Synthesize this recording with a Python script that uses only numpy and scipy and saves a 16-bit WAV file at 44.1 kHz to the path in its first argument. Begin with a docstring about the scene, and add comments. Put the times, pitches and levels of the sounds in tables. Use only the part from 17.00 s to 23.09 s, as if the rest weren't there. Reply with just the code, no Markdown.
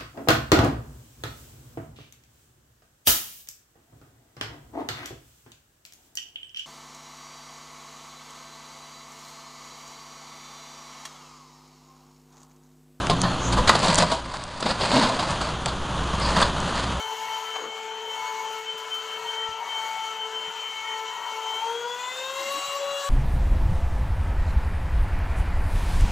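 """A motor's whine and a rush of air: a cordless stick vacuum is pushed to and fro over a rug in a small room.
The whine is the harmonic series of the shaft, each order fading as the strokes cross standing waves.
Turbulence rushes through the body, and the nozzle's cavities howl and hoot as the lip seals on the rug.
The floor thuds, the head knocks and scuffs, hiss comes in brief puffs, and late on the motor speeds up."""
import sys
import numpy as np
from scipy import signal
from scipy.fft import rfft, irfft, next_fast_len
from scipy.io import wavfile
from scipy.ndimage import uniform_filter1d, map_coordinates

SR = 44100
rng = np.random.default_rng(int(sys.argv[2]) if len(sys.argv) > 2 else 0)


def file_out(sig):
    """Save sig as 16-bit WAV at sys.argv[1]."""
    # one column per channel
    cols = np.atleast_2d(sig).T
    # limit, then scale
    lim = np.clip(cols, -1, 1)
    pcm = np.round(lim * 32767).astype(np.int16)
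    wavfile.write(sys.argv[1], SR, pcm)


N = 268613

# strokes of the arm: (time [s], reach [0 drawn back, 1 pushed out])
STROKES = [(0, 0.059), (.38, 0.0076), (.68, 0.95), (1.05, 0.61), (1.27, 0.084), (1.45, 0.01), (1.72, 0.78),
           (2.05, 0.78), (2.35, 0.54), (2.85, 0.13), (3.2, 0.64), (3.65, 0.99), (4, 0.41), (4.65, 0.19),
           (4.95, 0.079), (5.2, 0.95), (5.55, 0.56), (6.05, 0.25)]


def amp(db):
    """Decibels to amplitude ratio."""
    return np.exp(np.asarray(db) * np.log(10) / 20)


def unit(x):
    """Normalisation to rms 1."""
    return x / np.sqrt(np.mean(np.abs(x) ** 2) + 1e-20)


def along(points, hz):
    """Interpolation of (frequency [Hz], value) points on a logarithmic axis."""
    frequencies, values = np.transpose(points)
    return np.interp(np.log(hz + 1), np.log(frequencies + 1), values)


def curve(points):
    """Linear interpolation of (time [s], value) points at every sample."""
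    return np.interp(np.arange(N) / SR, *np.transpose(points))


def wobble(rate):
    """Band-limited fluctuation: a spline through `rate` Gaussian knots a second."""
    knots = rng.standard_normal(2048)
    coarse = np.arange(0, N + 32, 32)
    points = map_coordinates(knots, [coarse * rate / SR + 2], mode="wrap")
    return np.linspace(points[:-1], points[1:], 32, endpoint=False, axis=1).ravel()[:N]


def filtered(x, response):
    """Linear filtering: the spectrum of x times a frequency response."""
    size = next_fast_len(N + SR // 4)
    return irfft(rfft(x, size) * response(np.fft.rfftfreq(size, 1 / SR)), size)[..., :N]


def resonance(f, centre, width):
    """Band-pass response of a damped oscillator."""
    return 1j * f * width / (centre ** 2 - f ** 2 + 1j * f * width)


def noise_band(hz, width_hz):
    """Random excitation of two like resonators in series, at rms 1."""
    return unit(filtered(rng.standard_normal(N), lambda f: resonance(f, hz, width_hz) ** 2))


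def turbulence(spectrum, patchy_db):
    """Coloured noise of rms 1 whose level drifts in patches of time and frequency."""
    cells = signal.stft(rng.standard_normal(N), nperseg=1024)[2]
    patches = uniform_filter1d(rng.standard_normal(cells.shape), size=5, axis=0)
    patches = uniform_filter1d(patches, size=12, axis=1)
    noise = signal.istft(cells * amp(patchy_db * unit(patches)), nperseg=1024)[1][:N]
    return unit(filtered(noise, lambda hz: amp(along(spectrum, hz))))


def partial(phase, scatter, rate, room=1):
    """Random modulation: a tone of rms 1 from a steady plus a scattered phasor, times the room's gain."""
    phasor = room * (1 + scatter * (wobble(rate) + 1j * wobble(rate)))
    angle = phase + rng.uniform(0, 2 * np.pi)
    return unit(phasor.real * np.cos(angle) - phasor.imag * np.sin(angle))


def standing_waves(hz, reflected, stroke_m=0.6, sway_m_per_s=0.35, sound_m_per_s=343):
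    """Interference of the direct wave with eight reflections gives a moving source a complex gain."""
    travel_m = np.cumsum(stroke_m * np.abs(np.gradient(curve(STROKES))) + sway_m_per_s / SR)
    coarse = np.arange(0, N, 64)
    wavelengths = travel_m[coarse] * hz / sound_m_per_s
    slant, offset = rng.uniform(-1, 1, (2, 8, 1))
    walls = unit(np.exp(2j * np.pi * (slant * wavelengths + offset)).sum(axis=0))
    return unit(np.interp(np.arange(N), coarse, 1 + reflected * walls))


def drive():
    """Rotation sets the fundamental: shaft rate [Hz], and power from 0 (slowest) to 1 (fastest)."""
    # (time [s], shaft rate [Hz])
    shaft_rates = [(0, 440.2), (0.4, 441.3), (1.6, 440.4), (2.05, 441.2), (2.45, 444.7), (2.85, 443.8),
                   (3.2, 441), (4.1, 441.3), (4.54, 442.6), (5, 494), (5.45, 553), (5.62, 560.3),
                   (6.09, 562.2)]
    speed = uniform_filter1d(curve(shaft_rates), size=2205)
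    return speed, np.clip((speed - speed.min()) / np.ptp(speed), 0, 1)


def treble_swing():
    """Slow amplitude modulation common to the treble sources, in dB about its mean."""
    # (time [s], level [dB])
    treble_levels = [(0.0, -56), (0.2, -55.5), (0.54, -58.5), (0.69, -66.5), (0.84, -62.5), (0.93, -68),
                     (1.08, -63), (1.16, -58), (1.56, -59), (1.71, -65), (1.88, -60.5), (2.0, -61),
                     (2.3, -59), (2.55, -66), (2.75, -60.5), (2.81, -58.5), (3.09, -58.5), (3.2, -65),
                     (3.47, -61.5), (3.58, -62), (3.7, -61.5), (4.1, -59.5), (4.26, -63.5), (4.32, -60),
                     (4.55, -58), (4.85, -61.5), (5.32, -56), (5.57, -53), (5.68, -55), (5.76, -55.5),
                     (5.82, -58.5), (5.91, -58), (6.05, -53.5)]
    db = curve(treble_levels)
    return db - db.mean()


def imbalance(turn, shaft_hz, power):
    """Rotating imbalance radiates a hum at the shaft rate and at its low harmonics."""
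    # orders 1, 2, 3 and 5, each: (time [s], level [dB])
    hum_levels = [(0.0, -45.5), (0.18, -42.5), (0.28, -54), (0.58, -42.5), (0.88, -43.5), (1.08, -39),
                  (1.22, -53), (1.31, -44.5), (1.7, -43), (1.97, -47), (2.29, -43.5), (2.318, -51),
                  (2.34, -42), (2.5, -43.5), (2.62, -51.5), (2.86, -54), (2.93, -62), (3.01, -72),
                  (3.06, -49), (3.14, -49), (3.2, -51), (3.25, -44), (3.33, -42.5), (3.71, -53),
                  (3.74, -60.5), (4.04, -42), (4.22, -63), (4.36, -44), (4.59, -45), (4.62, -74),
                  (4.65, -42), (4.7, -34), (4.86, -33), (5.07, -52.5), (5.19, -41.5), (5.51, -34.5),
                  (5.63, -46.0), (5.83, -29.5), (6.09, -36.5)]
    octave_levels = [(0.0, -36), (0.12, -31), (0.18, -44), (0.21, -31.5), (0.4, -34.5), (0.49, -48),
                     (0.55, -40), (0.6, -48), (0.91, -37.5), (1.04, -46), (1.23, -35), (1.51, -36),
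                     (1.65, -45), (2.22, -52), (2.32, -40.5), (2.59, -35), (2.66, -53.0), (2.75, -36),
                     (3.05, -33), (3.14, -46), (3.17, -37.0), (3.69, -53.5), (3.74, -44.5), (4.0, -34),
                     (4.09, -41), (4.5, -34), (4.57, -41.5), (4.62, -31.5), (4.72, -32), (4.77, -48),
                     (4.84, -39.5), (4.89, -36), (4.98, -39), (5.02, -37.5), (5.09, -36.5), (5.17, -57),
                     (5.27, -41.5), (5.41, -43.5), (5.58, -32), (5.67, -39.5), (5.75, -29.5), (5.84, -44),
                     (5.88, -35.5), (5.95, -41.5), (6.0, -32.5), (6.09, -31.5)]
    third_levels = [(0, -40), (.08, -53), (.42, -45), (.49, -39.5), (.58, -53), (1.44, -50.5),
                    (1.56, -40.5), (1.66, -55.5), (1.96, -42), (2.33, -50), (2.46, -36.5), (2.67, -49.5),
                    (3.12, -39), (3.199, -53), (3.25, -42.5), (3.5, -55), (4, -40.5), (4.22, -48.5),
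                    (4.32, -41.5), (4.68, -46.5), (4.75, -48.5), (4.82, -41.5), (5.02, -44.5), (5.08, -49),
                    (5.3, -44), (5.36, -49), (5.93, -60), (5.999, -46), (6.08, -39)]
    fifth_levels = [(0.0, -42), (0.13, -50.5), (0.22, -44), (0.34, -43), (0.44, -55), (0.48, -46.5),
                    (0.91, -47), (0.951, -57), (1.21, -40), (1.411, -41.5), (1.5, -52), (1.61, -42),
                    (1.77, -55), (1.829, -45), (2.0, -52), (2.04, -45.5), (2.44, -46.5), (2.56, -57.5),
                    (2.63, -42), (3.1, -42), (3.159, -51.5), (3.48, -47), (3.51, -58), (3.891, -37),
                    (4.04, -45.5), (4.3, -47), (4.329, -38), (4.409, -52), (4.57, -45.5), (4.66, -55),
                    (4.96, -57.5), (5.01, -41), (5.05, -53), (5.14, -44.5), (5.769, -36.5), (5.8, -48.5),
                    (5.999, -37), (6.09, -60)]
    hum_db = curve(hum_levels)
    room = standing_waves(shaft_hz, reflected=0.047)
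    out = amp(hum_db) * partial(turn, scatter=0.19, rate=45, room=room)
    # air stirred by the shaft adds a rough skirt to the hum
    out += amp(hum_db - 18.5 - 5.2 * power) * partial(turn, scatter=3.1, rate=190)
    # in mid climb the octave breaks up, and rough airflow surrounds it
    climbing = np.sin(np.pi * power)
    octave = amp(curve(octave_levels) - 1.6 * power)
    room = standing_waves(2 * shaft_hz, reflected=0.17)
    out += octave * partial(2 * turn, scatter=0.14 + 0.16 * power + 0.24 * climbing, rate=60, room=room)
    out += octave * climbing * amp(-6) * partial(2 * turn, scatter=4, rate=150.4)
    for order, levels in ((3, third_levels), (5, fifth_levels)):
        room = standing_waves(order * shaft_hz, reflected=0.14)
        out += amp(curve(levels)) * partial(order * turn, scatter=0.32, rate=40, room=room)
    return out


def resonant_orders(turn, shaft_hz, power, peak_width=0.13):
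    """Resonance lifts the fourth order and the blades' octave as each climbs through a peak of the body."""
    # (order, low-power level [dB], power at the peak [0-1], boost there [dB], full-power level [dB],
    #  change at full reach [dB], reflected amplitude [ratio])
    orders = [(4, -53, 0.55, 17, -55, -5, 0.26), (14, -56.5, 0.56, 8, -45, -7, 0.39)]
    out = np.zeros(N)
    for order, low_db, peak_power, boost_db, full_db, reach_db, reflected in orders:
        on_peak = np.exp(-((power - peak_power) / peak_width) ** 2)
        db = low_db + power * (full_db - low_db) + boost_db * on_peak + reach_db * curve(STROKES)
        room = standing_waves(order * shaft_hz, reflected)
        out += amp(db) * partial(order * turn, scatter=0.56, rate=38, room=room)
    return out


def impeller(turn, shaft_hz, power, blades=7):
    """Pressure pulses sound the blade-passing frequency; turbulence spreads a rough skirt around it."""
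    # (time [s], level [dB])
    blade_levels = [(0.0, -38), (0.26, -46.5), (0.35, -33.5), (0.44, -46.5), (0.47, -37.5), (0.57, -35),
                    (0.65, -50), (0.68, -38), (0.85, -46), (0.99, -36.5), (1.03, -44.5), (1.09, -34),
                    (1.36, -53.5), (1.5, -38.5), (1.64, -50), (1.69, -28.5), (1.74, -37), (1.8, -37),
                    (1.89, -53), (1.92, -30.5), (2.0, -34), (2.04, -43.5), (2.15, -35), (2.23, -55),
                    (2.29, -33), (2.45, -34.5), (2.497, -48), (2.53, -33), (2.555, -46), (2.6, -45),
                    (2.66, -52), (2.69, -37.5), (2.76, -30.5), (2.91, -43.5), (3.09, -37), (3.13, -40.5),
                    (3.22, -33.5), (3.32, -45), (3.36, -32), (3.48, -34), (3.51, -37), (3.535, -49),
                    (3.57, -39.5), (3.64, -31.5), (3.83, -40.5), (3.91, -32), (4.05, -48), (4.08, -39),
                    (4.21, -47), (4.24, -35), (4.4, -46), (4.43, -37.5), (4.57, -34.5), (4.92, -40.5),
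                    (4.95, -45), (5.19, -38.5), (5.42, -48), (5.58, -39), (5.77, -48.5), (5.99, -43.5),
                    (6.09, -50)]
    db = curve(blade_levels)
    room = standing_waves(blades * shaft_hz, reflected=0.2)
    tone = amp(db) * partial(blades * turn, scatter=0.19 + 0.24 * power, rate=70, room=room)
    skirt_db = -50.5 + 2.1 * power + 0.081 * (db - db.mean())
    return tone + amp(skirt_db) * partial(blades * turn, scatter=5.1, rate=330)


def overtones(turn, power):
    """Directivity grows with frequency: the highest orders beam from the vent and swell with its hiss."""
    # (shaft multiple [rounded to a whole order], low-power level [dB], full-power level [dB])
    weak_orders = [(6, -61, -47), (8.006, -66, -53), (9.15, -66, -82), (9.99, -60.5, -58), (11, -69, -72),
                   (12.08, -78, -58), (12.97, -63.5, -49.5), (14.9, -56.5, -57.5), (16.1, -64, -75),
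                   (16.75, -68, -82), (17.74, -69, -76), (19.1, -84, -69), (20, -72, -64), (21, -74.5, -70),
                   (22, -77, -81), (24, -91, -65), (25, -75, -66), (26, -90, -63), (27, -74, -76),
                   (28, -78, -78), (30, -75, -76)]
    facing_db = 1.42 * treble_swing() - 5 * power
    dip_db = np.sin(np.pi * power) + 0.3
    out = np.zeros(N)
    for order, low_db, full_db in weak_orders:
        beam = np.clip((order - 6) / 14, 0, 1)
        db = low_db + power * (full_db - low_db) + beam * facing_db + 2.84 * wobble(9) - dip_db
        out += amp(db) * partial(round(order) * turn, scatter=1.4, rate=20 + 18 * beam)
    return out


def motor(speed, power):
    """Periodic motion gives a harmonic series: every order follows one slightly jittering shaft angle."""
    turn = 2 * np.pi * np.cumsum(speed * (1 + 0.00077 * wobble(60))) / SR
    shaft_hz = np.median(speed)
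    return (imbalance(turn, shaft_hz, power) + resonant_orders(turn, shaft_hz, power)
            + impeller(turn, shaft_hz, power) + overtones(turn, power))


def airflow(power):
    """Turbulent flow radiates broadband noise: body and exhaust grow with power under a bright hiss."""
    # spectra, each: (frequency [Hz], relative spectral level [dB])
    body_spectrum = [(25, -35), (60, -28), (110, -20), (200, -16), (330, -14.5), (420, -3.5), (540, -6.5),
                     (780, -1.5), (1100, -0.5), (1420, 2.5), (1650, -3.5), (2380, -6), (2850, -1),
                     (3300, -8.5), (4200, -28), (9000, -57)]
    exhaust_spectrum = [(1500, -45), (3000, 7.5), (3500, 4.5), (4300, 6), (5100, 0), (5800, 5), (6800, 6),
                        (7600, 1.5), (8400, -7.5), (10000, -50)]
    hiss_spectrum = [(3000, -15), (6000, -9), (8000, -9), (9000, 10.5), (10200, 13), (11400, 6), (12500, 9),
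                     (14000, 12), (15400, 17)]
    swing_db = treble_swing()
    body_db = -42 + 0.5 * power + 0.2 * swing_db + 0.5 * wobble(12)
    body = amp(body_db) * turbulence(body_spectrum, patchy_db=2.5)
    exhaust_db = -47 + 2.5 * power + 0.52 * swing_db + 0.99 * wobble(30)
    exhaust = amp(exhaust_db) * turbulence(exhaust_spectrum, patchy_db=2)
    grain_db = 1.7 * wobble(45) + 1.5 * wobble(260)  # fast random grain in the hiss's level
    return body + exhaust + amp(-56 + swing_db + grain_db) * turbulence(hiss_spectrum, patchy_db=2.5)


def nozzle(rise, power, unseal_db=-9.5):
    """Cavity resonance: the nozzle howls as its lip seals on the rug."""
    # cavity modes at low power: (frequency [Hz], nominal width [Hz], relative level [dB])
    modes = [(866, 47, -2.5), (935.6, 46, 2), (1027, 120, -12), (1128, 7.9, 3), (1848, 22, -8.5),
             (1986, 32, -6)]
    cavities = lambda f: sum(amp(db) * resonance(f, hz, 1.18 * width) ** 2 for hz, width, db in modes)
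    howl = unit(filtered(rng.standard_normal(N), cavities))
    howl = np.interp(np.cumsum(rise), np.arange(N), howl, period=N)  # faster air, higher pitch
    seal_db = unseal_db * curve(STROKES) + 3.6 * wobble(17)  # the lip lifts at full reach
    return amp(-45 + seal_db + 0.5 * power) * howl


def thin_whine(rise, low_power_hz=999):
    """Amplitude modulation: a thin whine near 1 kHz, probably the brush motor, swells and fades."""
    # (time [s], level [dB])
    whine_levels = [(0, -45.5), (.41, -39.5), (.7, -58), (1.09, -56), (1.22, -39.5), (1.43, -38.5),
                    (1.62, -54), (1.8, -44), (2.15, -46), (2.5, -61), (2.6, -45), (3, -60), (3.42, -43),
                    (3.6, -58), (4.03, -43.5), (4.6, -42), (4.8, -59), (6.09, -43)]
    pitch = low_power_hz * rise * (1 + 0.00408 * wobble(35))
    return amp(curve(whine_levels)) * partial(2 * np.pi * np.cumsum(pitch) / SR, scatter=0.45, rate=60)


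def suction():
    """Flow through a porous layer turns turbulent: air roars in the rug's pile."""
    # (time [s], level [dB])
    roar_levels = [(0, -51), (.35, -44), (.92, -55), (1.12, -46.5), (1.4, -60), (2.48, -58), (2.62, -46),
                   (3.15, -49.5), (3.38, -50), (4.1, -66), (4.27, -42), (4.44, -49.5), (4.58, -47),
                   (5.25, -52), (5.57, -42), (5.72, -50), (6.09, -47.5)]
    # (frequency [Hz], relative spectral level [dB])
    pile_spectrum = [(480, -37), (620, -10.5), (765, 2.5), (850, -1), (1130, -9), (1400, -8), (2200, -32.5)]
    return amp(curve(roar_levels) + 0.5) * turbulence(pile_spectrum, patchy_db=3.5)


def diffuse_field():
    """Sound arriving from all sides: treble noise over a faint rumble."""
    # (frequency [Hz], relative spectral level [dB])
    spectrum = [(100, -18), (400, -19), (6000, -21), (8000, 1), (12000, -1), (15000, 0)]
    return amp(-64 + treble_swing()) * turbulence(spectrum, patchy_db=0)


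def thuds():
    """Soft impacts excite a heavily damped vibration of the floor: a low tone in a boom of noise."""
    # (time [s], relative level [dB], frequency [Hz])
    bumps = [(0.06, -63, 105), (1.736, -61, 180), (2.489, -50, 85), (2.513, -56, 100), (3.479, -59, 175),
             (5.682, -62, 124.7)]
    t, out = np.arange(N) / SR, np.zeros(N)
    for start, db, hz in bumps:
        age = np.clip(t - start, 0, 1)
        tone = np.sin(2 * np.pi * hz * age) * amp(-60 * age / 0.067)
        boom = noise_band(hz, 1.1 * hz) * amp(-60 * age / 0.085) * (1 - np.exp(-age / 0.0015))
        out += 2 * amp(db) * (tone + boom)
    return out


def knocks():
    """Impact excites free vibration: the plastic head lands with a crack and its shell's modes ring down."""
    # (time [s], relative level [dB])
    landings = [(.5545, -25), (0.5605, -17), (0.567, -22)]
    # (frequency [Hz], relative level [dB], time to fall 60 dB [s])
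    shell_modes = [(773, -2, 0.046), (920, 1, 0.035), (1130, 1, 0.032), (1390, -14, 0.023),
                   (2820, -9, .015)]
    # (frequency [Hz], relative spectral level [dB])
    crack_spectrum = [(100, -40), (500, -20), (1100, 5), (1700, -3), (3000, -2), (7000, -8),
                      (9500, -30), (14000, -38)]
    crack = turbulence(crack_spectrum, patchy_db=1.5)
    age, out = np.arange(SR // 8) / SR, np.zeros(N)
    burst = amp(-60 * age / 0.014) * (1 - np.exp(-age / 0.00031))
    ring = sum(amp(db - 60 * age / t60) * np.sin(2 * np.pi * hz * age) for hz, db, t60 in shell_modes)
    radiation = signal.butter(2, 350, "highpass", fs=SR, output="sos")  # a small shell gives little bass
    ring = signal.sosfilt(radiation, ring * (1 - np.exp(-age / 0.0005)))
    for start, db in landings:
        span = round(start * SR) + np.arange(len(age))
        out[span] += 0.35 * amp(db) * (ring + burst * crack[span])
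    return out


def scuffs(attack_s=0.0073, release_s=0.03, judder_db=1.5):
    """Friction between head and pile makes short, juddering bursts of noise."""
    # (time [s], level [dB], duration [s], centre frequency [Hz], nominal width [Hz])
    drags = [(0.575, -38.5, 0.1, 1070, 647), (0.576, -44.5, 0.11, 447, 330), (0.6, -56.5, 0.12, 250, 150),
             (0.765, -41, 0.031, 1050, 500), (5.392, -53, 0.055, 306, 85), (5.451, -53.5, 0.07, 258, 130),
             (5.541, -47, 0.049, 306, 80), (5.863, -56, 0.061, 130, 140)]
    t, out = np.arange(N) / SR, np.zeros(N)
    for start, db, length, hz, width_hz in drags:
        attack = np.clip((t - start) / attack_s, 0, 1)
        release = np.clip((start + length - t) / release_s + 0.5, 0, 1)
        rub = noise_band(hz, 0.96 * width_hz) * amp(judder_db * wobble(130))
        out += amp(db) * attack * release * unit(rub)
    return out


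def hoots():
    """Self-sustained oscillation: as the lip catches, the cavity locks into a wavering note and octave."""
    # (midpoint time [s], level [dB], half-duration [s], pitch [Hz], octave relative to the note [dB])
    catches = [(1.055, -41.5, 0.23, 926, -21), (2.25, -41, 0.18, 939, -9), (2.425, -43.5, 0.17, 950, -4),
               (2.633, -41.5, 0.19, 944, -17), (3.567, -42, 0.2, 927, -20), (3.919, -44, 0.13, 930, -2.5),
               (4.21, -42.5, 0.22, 946, -4.5), (5.438, -39, 0.15, 1045, -0.5)]
    t, out = np.arange(N) / SR, np.zeros(N)
    wavering_time = np.cumsum(1 + 0.00603 * wobble(30)) / SR
    for middle, db, half_length, hz, octave_db in catches:
        swell = np.cos(np.pi / 2 * np.clip((t - middle) / half_length, -1, 1)) ** 2
        phase = 2 * np.pi * hz * wavering_time
        note = partial(phase, scatter=1, rate=50)
        octave = amp(octave_db) * partial(2 * phase, scatter=1.1, rate=110)
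        out += amp(db) * swell * (note + octave)
    return out


def hiss_puffs(rise_s=0.0057, t60_s=0.15):
    """Exponential envelopes shape short, bright puffs of hiss that rise quickly and die away."""
    # (time [s], relative level [dB])
    puffs = [(1.579, -46), (1.774, -42.5), (1.936, -43), (2.876, -46), (5.745, -41)]
    # (frequency [Hz], relative spectral level [dB])
    puff_spectrum = [(500, -18), (1200, -4), (3000, 8), (6500, 12), (9000, 4), (12000, 4), (15000, 8)]
    t, out = np.arange(N) / SR, np.zeros(N)
    hiss = turbulence(puff_spectrum, patchy_db=1)
    for start, db in puffs:
        age = np.clip(t - start, 0, 1)
        out += amp(db + 2 - 60 * age / t60_s) * (1 - np.exp(-age / rise_s)) * hiss
    return out


def scene():
    """Superposition in two channels; a level difference makes the left louder and the right brighter."""
    # (frequency [Hz], left minus right level [dB])
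    balance = [(60, 2), (200, 4.5), (700, 4.5), (1290, 7.5), (2400, 4), (5000, 5), (6300, 1), (7200, -5),
               (8000, -9.5), (9000, -18.5), (11500, -16.5), (13000, -3.5), (15000, -5)]
    speed, power = drive()
    rise = np.sqrt(speed / np.median(speed))  # pitch ratio of the howl and the thin whine
    direct = motor(speed, power) + airflow(power) + nozzle(rise, power) + thin_whine(rise) + suction()
    direct += hoots() + hiss_puffs() + knocks() + thuds() + scuffs()
    diffuse = diffuse_field()

    def pan(hz):
        """Left and right gains whose mean is 1."""
        ratio = amp(along(balance, hz))
        return 2 * np.array([ratio, np.ones_like(hz)]) / (1 + ratio)

    return filtered(np.array([direct + diffuse, direct - diffuse]), pan)


def record(dry):
    """Band limiting: an ideal low-pass filter removes the highest treble."""
    cutoff_hz = 15520
    return filtered(dry, lambda hz: hz < cutoff_hz)


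dry = scene()
out = record(dry)
file_out(out)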